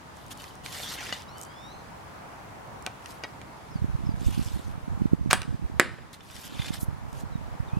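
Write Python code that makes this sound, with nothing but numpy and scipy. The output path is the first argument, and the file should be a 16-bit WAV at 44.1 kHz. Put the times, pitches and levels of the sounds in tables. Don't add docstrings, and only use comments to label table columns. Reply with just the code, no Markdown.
import sys
import numpy as np
from scipy import signal
from scipy.fft import rfft, irfft, next_fast_len
from scipy.io import wavfile
from scipy.ndimage import uniform_filter1d

SR = 44100
rng = np.random.default_rng(int(sys.argv[2]) if len(sys.argv) > 2 else 0)


def transcribe(signal):
    frames = np.atleast_2d(signal).T
    limited = np.clip(frames, -1, 1)
    pcm = np.round(limited * 32767).astype(np.int16)
    wavfile.write(sys.argv[1], SR, pcm)


N = 343539

BOW_PAN_DB = -0.6
SMALL_HZ = 200


def shot():
    out = scrapes() + slap() + landing()
    return signal.lfilter(*signal.butter(2, SMALL_HZ, "high", fs=SR), out)


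# start in seconds, rise in seconds, hold in seconds, fall in seconds, level in dB.
SCRAPE_ROWS = [(5.3027, 0.0034, 0.0048, 0.0065, -24.5), (5.309, .0015, 0.0043, 0.016, -21.5),
               (5.331, 0.0024, 0.0046, 0.018, -24.5)]
# frequency in Hz, density in dB per Hz.
SCRAPE_SPECTRUM = [(240, -38), (400, -19), (1490, -5), (3750, -16), (6950, -18.5), (8240, -27),
                   (16000, -33)]


def scrapes():
    out = np.zeros((2, N))
    for start_s, rise_s, hold_s, fall_s, level_db in SCRAPE_ROWS:
        level = amp(level_db) * swell(rise_s, hold_s, fall_s)
        noise = coloured(pair(len(level), 0.92), SCRAPE_SPECTRUM)
        add(out, round(start_s * SR), level * noise, BOW_PAN_DB)
    return out


# start in seconds, bow ring peak in dB, crack peak in dB.
SLAP_ROW = (5.3305, 1.9, 2)
# frequency in Hz, level in dB, t60 in seconds.
BOW_MODES = [(810, -4, 0.0052), (1190, 17.5, 0.0056), (1525, -11, 0.059), (8070, 6.5, 0.0038)]


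def slap():
    out = np.zeros((2, N))
    start_s, ring_db, crack_db = SLAP_ROW
    sound = amp(ring_db) * ring(BOW_MODES) + amp(crack_db) * crack(0.0081)
    add(out, round(start_s * SR), sound, BOW_PAN_DB)
    return out


# start in seconds, level before dulling in dB, pan as left over right in dB, dullness from 0 to 1.
LANDING_ROWS = [(5.7976, 8, -3, 0.25), (5.803, -4, -3.5, .1), (5.8147, 3, 5, 0.94), (5.861, -14, -1, 0.88),
                (5.892, -23, -1.5, 0.84), (5.984, -21, -1.5, 0.92)]
# frequency in Hz, level in dB, t60 in seconds.
TARGET_MODES = [(389, -18, 0.052), (503, -11, 0.017), (670, -1.5, 0.0081), (1370, 3, 0.0044),
                (1783, 13, 0.0042), (2200, 6, 0.0045), (4750, -12, 0.008)]
SINK_S = 0.0016
SMEAR = 0.15


def landing():
    out = np.zeros((2, N))
    t = np.arange(6000) / SR
    sinking = ring(TARGET_MODES) * np.minimum(t / SINK_S + 0.6, 1.2)
    sinking = sinking / abs(sinking).max()
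    t = t[:2000]
    first_s = LANDING_ROWS[0][0]
    for start_s, level_db, pan_db, dull in LANDING_ROWS:
        blow = sinking + amp(-6.0) * crack(0.0048)
        dull = np.clip(dull, 0, 0.95)
        scatter_t60_s = SMEAR * abs(start_s - first_s) + 1e-5
        scatter = (rng.standard_normal(2000) + 3 * (t == 0)) * amp(-60 * t / scatter_t60_s)
        blow = signal.fftconvolve(blow, scatter[None] / np.linalg.norm(scatter), axes=1)
        dulled = signal.lfilter([1 - dull], [1, -dull], blow)
        add(out, round(start_s * SR), amp(level_db) * dulled, pan_db)
    return out


# frequency in Hz, density in dB per Hz.
CRACK_SPECTRUM = [(500, -28), (2200, 5.5), (3500, -10.5), (4700, -6.5), (6000, -15.5), (8000, -3),
                  (11000, -10), (16000, -46)]


def crack(t60_s):
    burst = pair(6000, 0.69) * amp(-60 * np.arange(6000) / SR / t60_s)
    x = coloured(burst, CRACK_SPECTRUM)
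    return x / abs(x).max()


# start in seconds, tick peak in dB, shaft ring in dB over the tick,
# bow wood in dB over the tick, place struck as a share of the shaft.
TAP_ROWS = [(0.313, -35, -11, -22, .3), (0.4407, -29.5, -8, -25, .07), (0.6612, -22.5, -10, -31, .07),
            (1.126, -21, 7, -14, .07), (2.864, -15, -13, -14.5, 0.1), (2.872, -33, -9, 9, .125),
            (3.0591, -28.5, -12, -23, .125), (3.2367, -25, -1, -4, 0.13), (3.243, -34.5, 5, 5, .125),
            (3.2505, -43, 3, 10, .11), (3.415, -34, -9, -5, .125), (5.31, -8, -16, -10, 0.15),
            (5.3357, -12.5, -4, -3, 0.1), (5.4175, -21.5, -13, -7, .125), (5.431, -26.5, -10, -13, .125),
            (6.2066, -42, 6.5, -15, 0.21), (6.3, -36.5, -8, -2, .12), (6.365, -28.5, -15, -23, .12),
            (6.592, -40, 14, -15, .44), (6.619, -39, 13.5, -15, .44), (6.645, -36, 12, -9, .44),
            (6.658, -38, 12, -15, .44), (6.682, -40, 11.5, -12, .4), (6.7192, -38, -9.5, -25, .12),
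            (6.742, -36, -5, 3, .12), (6.767, -44, 5, -13, 0.32)]
# start of use in seconds, tuning as a ratio.
ARROW_ROWS = [(0, 1.0), (2, .955), (6, 1.045)]


def taps():
    out = np.zeros((2, N))
    for start_s, level_db, ring_db, wood_db, place in TAP_ROWS:
        tune = [ratio for from_s, ratio in ARROW_ROWS if from_s <= start_s][-1]
        add(out, round(start_s * SR), amp(level_db) * tap(ring_db, wood_db, place, tune))
    return out


# frequency in Hz, density in dB per Hz.
TICK_SPECTRUM = [(150, -45), (500, -22), (1300, -5), (2700, 6.5), (5000, -2), (9000, -15), (14000, -38)]
# frequency in Hz, level in dB, t60 in seconds.
STAVE_MODES = [(758, -4.5, 0.07), (900, -1.5, 0.06), (1150, 1, 0.025), (1300, 2.5, 0.037), (1525, 3, 0.05),
               (2370, 3, 0.03)]
BRIGHT_DB, BRIGHT_PER_RING = -23.5, -1


def tap(ring_db, wood_db, place, tune):
    t = np.arange(3000) / SR
    burst = pair(len(t), 0.51) * amp(-60 * t / 0.01) * np.minimum(t / 0.00042, 1)
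    bright = amp(BRIGHT_DB + BRIGHT_PER_RING * ring_db) * coloured(burst, BRIGHT_SPECTRUM)
    tick = coloured(burst, TICK_SPECTRUM) + bright
    contact = pair(len(t), 0.86) * amp(-60 * t / 0.012) + 5 * (t == 0)
    push = signal.lfilter([0.3], [1, -0.7], contact)
    body = shaft(push, 0.78, tune, place)
    wood = signal.oaconvolve(push, ring(STAVE_MODES, count=3000)[None], axes=1)[:, :len(t)]
    tick, body, wood = [x / abs(x).max() for x in (tick, body, wood)]
    return tick + amp(ring_db) * body + amp(wood_db) * wood


# frequency in Hz, width in Hz, level in dB.
SHAFT_MODES = [(1590, 80, -9), (2000, 70, 0), (2330, 80, -3), (2920, 75, 3), (3386, 65, 4), (4010, 100, -1),
               (4480, 100, -4), (5070, 120, -2), (6150, 140, -7)]


def shaft(x, wider, tune, place):
    number = np.arange(4, 4 + len(SHAFT_MODES))
    shape = abs(np.sin(np.pi * place * number)) + 0.05
    modes = []
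    for (hz, width_hz, level_db), gain in zip(SHAFT_MODES, shape):
        t60_s = np.log(1000) / (np.pi * wider * width_hz)
        modes.append((tune * hz, level_db + 20 * np.log10(gain), t60_s))
    return signal.oaconvolve(x, ring(modes, count=3000)[None], axes=1)[:, :x.shape[1]]


# start in seconds, rise in seconds, hold in seconds, fall in seconds,
# cloth rubbing in dB, cloth tilt in dB per octave, shafts scraping in dB.
STROKE_ROWS = [(0.137, 0.034, 0.012, 0.17, -60, 0, -57), (0.3, 0.012, 0.011, 0.017, -42.5, 0.5, -48),
               (0.347, 0.054, 0.026, 0.13, -52.5, 2, -49), (0.635, 0.019, 0.0045, .04, -41.5, -3, -46),
               (0.652, 0.099, 0.2, 0.038, -42, 0.5, -41), (0.928, 0.074, .1, 0.043, -44.5, -4.5, -39.5),
               (1.116, .012, 0.0055, 0.11, -43, -3.5, -40), (1.347, 0.042, 0.038, 0.07, -55.5, 3, -66),
               (3.017, 0.09, 0.0081, 0.084, -50.5, 0.5, -69), (4.159, 0.11, .21, 0.26, -47, -1.5, -54),
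               (6.126, 0.007, 0.014, 0.025, -47, -1.5, -50.5), (6.224, .14, 0.019, 0.053, -45, -0.5, -50),
               (6.379, 0.055, 0.042, 0.015, -43, 1, -49.5), (6.448, .14, 0.11, 0.031, -43, -4, -46),
               (6.715, .024, .005, 0.046, -39, 0, -38.5), (6.786, 0.026, 0.023, 0.018, -40.5, 10, -70),
               (7.075, 0.13, 0.0051, 0.03, -50.5, -0.5, -62)]


def strokes():
    out = np.zeros((2, N))
    for start_s, rise_s, hold_s, fall_s, cloth_db, tilt_db, shaft_db in STROKE_ROWS:
        stroke = swell(rise_s, hold_s, fall_s)
        count = len(stroke)
        clumps = amp(2.0 * np.array([evened(wander(count, 500)) for _ in range(4)]))
        sound = amp(cloth_db) * cloth(clumps[0], tilt_db) + amp(shaft_db) * rattle(clumps[1:])
        add(out, round(start_s * SR), sound * stroke)
    return out


# frequency in Hz, density in dB per Hz.
CLOTH_SPECTRUM = [(1180, -16.5), (2000, -17), (2280, -4.5), (3260, -1), (11900, -5.5), (14700, -14),
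                  (16000, -45)]


def cloth(clumps, tilt_db):
    count = len(clumps)
    slips = amp(2.0 * np.minimum(rng.exponential(1, count), 5)) * (rng.random(count) < 8000 / SR)
    tilted = [(hz, db + tilt_db * np.log2(hz / 6000)) for hz, db in CLOTH_SPECTRUM]
    return patchy(coloured(pair(count, 0.6) * clumps ** 0.91 * slips, tilted), 3.3)


def rattle(clumps):
    size = amp(2.16 * np.minimum(rng.exponential(1, clumps.shape), 4))
    knocks = clumps ** 1.4 * size * (rng.random(clumps.shape) < 1200 / SR)
    tunes, places = (0.92, 1.0, 1.07), 0.036 + 0.16 * rng.random(3)
    shafts = 0
    for knock, tune, place in zip(knocks, tunes, places):
        shafts = shafts + shaft(pair(len(knock), 0.76) * knock, 2.6, tune, place)
    return patchy(shafts, 4.0, frames=15.4, bins=2.4)


# start in seconds, peak in dB.
SNAP_ROWS = [(.1702, -40), (.2645, -42), (.2824, -40), (.3747, -37), (0.4204, -34), (.5543, -37),
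             (1.221, -34), (1.3827, -30), (1.4137, -26), (1.4245, -33), (1.4319, -27), (1.436, -28),
             (1.4505, -36), (2.8246, -36.5), (4.254, -40), (4.264, -35), (4.447, -33), (6.131, -33),
             (6.812, -30), (6.829, -31), (7.13, -36.5)]


def snaps():
    out = np.zeros((2, N))
    for start_s, level_db in SNAP_ROWS:
        add(out, round(start_s * SR), amp(level_db) * snap())
    return out


# frequency in Hz, density in dB per Hz.
BRIGHT_SPECTRUM = [(3000, -33), (6000, 7.5), (9000, 6), (13000, -6), (17000, -17)]
SNAP_T60_S = 0.0077


def snap():
    burst = pair(600, 0.69) * amp(-60 * np.arange(600) / SR / SNAP_T60_S)
    x = coloured(burst, BRIGHT_SPECTRUM)
    return x / abs(x).max()


# time in seconds, pitch in Hz, partial 2 in dB, partial 3 in dB, partial 4 in dB.
CALL_CURVE = [(1.27, 1210, -72, -56, -65), (1.3, 1370, -69, -58, -58), (1.366, 1525, -58, -62, -76),
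              (1.4, 1520, -59, -81, -80), (1.47, 1546, -61, -62, -80), (1.68, 1896, -52.5, -62, -75),
              (1.732, 2060, -56, -63, -86), (1.85, 2060, -73, -77, -86)]
# start in seconds, length in seconds, first pitch in Hz, last pitch in Hz, level in dB.
WHISTLE_ROWS = [(3.696, 0.15, 5730, 3400, -59), (4.051, 0.08, 5350, 4750, -56),
                (6.31, .04, 3419, 4030, -50), (7.319, .06, 4010, 3740, -57),
                (7.669, 0.055, 4050, 3130, -54.5), (7.687, 0.18, 2416, 2900, -55)]
GLIDE, WHISTLE_FADE_DB = 1.05, -8


def birds():
    out = np.zeros((2, N))
    pitch_tremble, level_tremble = [evened(wander(N, 300)) for _ in range(2)]
    at, (hz, *levels_db) = track(CALL_CURVE)
    turns = np.cumsum(hz * (1 + 0.005 * pitch_tremble[:len(hz)])) / SR
    call = sum(amp(db) * np.sin(2 * np.pi * k * turns) for k, db in enumerate(levels_db, 2))
    add(out, at, call * signal.windows.tukey(len(hz), 0.05), 1.5)
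    for start_s, length_s, first_hz, last_hz, level_db in WHISTLE_ROWS:
        u = np.linspace(0, 1, round(length_s * SR))
        hz = first_hz + (last_hz - first_hz) * u ** GLIDE
        turns = np.cumsum(hz * (1 + 0.0155 * pitch_tremble[:len(u)])) / SR
        level = amp(level_db + WHISTLE_FADE_DB * u) * signal.windows.tukey(len(u), 0.3)
        add(out, round(start_s * SR), level * np.sin(2 * np.pi * turns))
    return out * amp(3.2 * level_tremble)


# frequency in Hz, t60 in seconds.
FENCE_T60 = [(200, 0.47), (600, 0.16), (1500, 0.19), (3000, 0.26), (7000, 0.16), (16000, 0.18)]
# frequency in Hz, level in dB.
FAR_RETURN_LEVEL = [(130, -40), (300, -18.5), (1500, -12.5), (2800, -20), (4800, -11), (11000, -22)]


def fences(x, gap=200):
    count, step = SR // 2, 20
    echoes = np.zeros((2, count))
    slots = np.arange(gap, count - step, step)
    at = slots + rng.integers(0, step, (2, len(slots)))
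    np.put_along_axis(echoes, at, rng.choice([-1.0, 1.0], at.shape), 1)
    echoes += 0.5 * echoes[::-1]
    hz, t, z = signal.stft(echoes, SR, nperseg=256)
    fall_db = -60 * t / np.maximum(read(FENCE_T60, hz), 0.01)[:, None]
    far_db = fall_db / 4 + read(FAR_RETURN_LEVEL, hz)[:, None]
    tail = signal.istft(z * (amp(fall_db) + amp(far_db)), SR, nperseg=256)[1]
    return signal.fftconvolve(x.mean(0)[None], tail / np.linalg.norm(tail[0]), axes=1)[:, :N]


# centre in seconds, level in dB.
THUMP_ROWS = [(3.758, -12.5), (3.821, -11), (3.844, -11), (3.951, -10.5), (4.039, -13), (4.069, -13),
              (4.092, -9), (4.141, -14), (4.285, -11), (4.378, -9), (4.394, -8.5), (5.019, -6),
              (5.057, -5.5), (5.134, 1), (5.212, -11), (5.274, -9.5), (5.293, -11), (5.544, -11),
              (6.598, -9.5), (6.706, -10), (6.831, -11.5), (6.885, -11), (7.356, -11.5), (7.603, -12.5),
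              (7.735, -11), (7.771, -9)]
# start in seconds, rise in seconds, hold in seconds, fall in seconds, level in dB.
GUST_ROWS = [(3.7, 0.21, 1.74, 0.47, -27), (6.18, 0.37, 1.46, .1, -33)]


def wind():
    port = np.zeros((2, N))
    for (centre_s, level_db), (phase, speed) in zip(THUMP_ROWS, rng.random((len(THUMP_ROWS), 2))):
        hz = 200 * amp(0.45 * level_db) * (0.72 + 0.89 * speed)
        add(port, round(centre_s * SR) - 800, amp(level_db) * thump(hz, 2 * np.pi * phase))
    small = np.zeros(N)
    for hz in np.geomspace(60, 200, 8):
        size = amp(2.17 * rng.exponential(1, N)) * (rng.random(N) < 10 / SR)
        small += signal.oaconvolve(size, thump(hz, 2 * np.pi * rng.random()), "same")
    small = evened(small)
    for start_s, rise_s, hold_s, fall_s, level_db in GUST_ROWS:
        at = round(start_s * SR)
        gust = swell(rise_s, hold_s, fall_s)[:N - at]
        add(port, at, amp(level_db) * gust * small[at:][:len(gust)])
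    own = (0.038 * rng.standard_normal((2, N // 64 + 1))).repeat(64, 1)[:, :N]
    port = port * ([[-0.5], [1]] + own)
    return signal.sosfilt(signal.butter(4, 650, fs=SR, output="sos"), port)


def thump(hz, phase, turns=0.22):
    t = np.arange(-800, 800) / SR
    return np.cos(2 * np.pi * hz * t + phase) / np.cosh(t * hz / turns)


# frequency in Hz, density in dB per Hz.
YARD_SPECTRUM = [(20, -16), (50, -1), (100, 1.9), (300, -7), (600, -16.5), (1500, -20), (3000, -22),
                 (6000, -27.5), (11000, -33), (16000, -46)]
YARD_DB = -48
# frequency in Hz, density in dB per Hz.
TRAFFIC_SPECTRUM = [(200, -15.5), (500, -4), (900, 1.5), (1400, -5.5), (2300, -14.5), (4000, -35)]
# time in seconds, level in dB.
TRAFFIC_LEVEL = [(0, -49.5), (1.06, -47.5), (1.5, -46.5), (2.342, -45), (3.992, -48), (4.73, -47.5),
                 (6.2, -50), (6.662, -46.5), (7.79, -46)]


def yard():
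    s, level_db = np.transpose(TRAFFIC_LEVEL)
    traffic_db = np.interp(np.arange(N) / SR, s, level_db)
    return amp(YARD_DB) * bed(YARD_SPECTRUM, 0.99) + amp(traffic_db) * bed(TRAFFIC_SPECTRUM, 1.05)


# frequency in Hz, likeness from 0 to 1.
LIKENESS = [(60, 0.68), (950, 0), (15000, 0.06)]


def bed(points, patchy_db):
    frames, hz = N // 256 + 5, np.fft.rfftfreq(1024, 1 / SR)
    a, b, c, d, patches = rng.standard_normal((frames, 513, 5)).T
    patches = evened(uniform_filter1d(uniform_filter1d(patches, 14, 0), 16, 1))
    same = np.clip(read(LIKENESS, hz), -1, 1)[:, None]
    left = a + 1j * b
    right = same * left + np.sqrt(1 - same ** 2) * (c + 1j * d)
    z = np.array([left, right]) * amp(read(points, hz)[:, None] + patchy_db * patches)
    return evened(signal.istft(z, nperseg=1024, noverlap=768)[1][:, :N])


def amp(db):
    return 10 ** (np.asarray(db) / 20)


def evened(x):
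    return x / np.sqrt(np.mean(x ** 2) + 1e-20)


def wander(count, width):
    return uniform_filter1d(rng.standard_normal(count), width)


def read(points, hz):
    f, value = np.transpose(points)
    return np.interp(np.log(hz + 1), np.log(f + 1), value)


def track(rows):
    s, *columns = np.transpose(rows)
    t = np.arange(s[0], s[-1], 1 / SR)
    return round(s[0] * SR), [np.interp(t, s, c) for c in columns]


def add(mix, at, sound, pan_db=0.0):
    part = mix[:, max(at, 0):][:, :np.shape(sound)[-1]]
    part += (sound * amp([[pan_db / 2], [-pan_db / 2]]))[:, :part.shape[1]]


def coloured(x, points):
    count = x.shape[-1]
    size = next_fast_len(count + 512)
    gain = amp(read(points, np.fft.rfftfreq(size, 1 / SR)))
    return evened(irfft(rfft(x, size) * gain, size)[..., :count])


def pair(count, same):
    a, b, c = rng.standard_normal((3, count))
    same = np.clip(same, 0, 1)
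    return np.sqrt(same) * a + np.sqrt(1 - same) * np.array([b, c])


def ring(modes, count=6000):
    t = np.arange(count) / SR
    x = sum(amp(db - 60 * t / t60_s) * np.sin(2 * np.pi * hz * t) for hz, db, t60_s in modes)
    return x / abs(x).max()


def patchy(x, depth_db, frames=14, bins=5):
    z = signal.stft(x, nperseg=256, noverlap=192)[2]
    patches = rng.standard_normal(z.shape[:0:-1]).T
    patches = evened(uniform_filter1d(uniform_filter1d(patches, round(bins), 0), round(frames), 1))
    return evened(signal.istft(z * amp(depth_db * patches), nperseg=256, noverlap=192)[1][:, :x.shape[1]])


FADE_DB = -15.5


def swell(rise_s, hold_s, fall_s):
    t = np.arange(0, rise_s + hold_s + fall_s, 1 / SR)
    level_db = np.interp(t, np.cumsum([0, rise_s, hold_s, fall_s]), [FADE_DB, 0, 0, FADE_DB])
    edge = np.minimum(t / rise_s, (t[-1] - t) / fall_s) / 0.065
    return amp(level_db) * np.minimum(edge, 1)


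NEAR_WET_DB, SHOT_WET_DB, FAR_WET_DB = -16.5, -12.5, -14


def scene():
    near = strokes() + taps() + snaps()
    loud, far = shot(), birds()
    echoes = fences(amp(NEAR_WET_DB) * near + amp(SHOT_WET_DB) * loud + amp(FAR_WET_DB) * far)
    return near + loud + far + echoes + wind() + yard()


EDGE_HZ = 16300


def record(dry):
    dry = signal.lfilter(*signal.butter(2, 45, "high", fs=SR), dry)
    power = uniform_filter1d((dry ** 2).mean(0), 200, origin=99)
    power_db = 10 * np.log10(abs(power) + 1e-12)
    fall_db = np.arange(N) * 4.8 / SR
    held_db = np.maximum.accumulate(power_db + fall_db) - fall_db
    over_db = np.maximum(held_db + 16.0, 0)
    duck_db = 0.34 * uniform_filter1d(over_db, 1200, origin=599)
    ducked = np.clip(dry / amp(duck_db), -1, 1)
    lowpass = signal.firwin(511, EDGE_HZ, window=("kaiser", 9), fs=SR)
    return signal.oaconvolve(ducked, lowpass[None], "same")


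dry = scene()
out = record(dry)
transcribe(out)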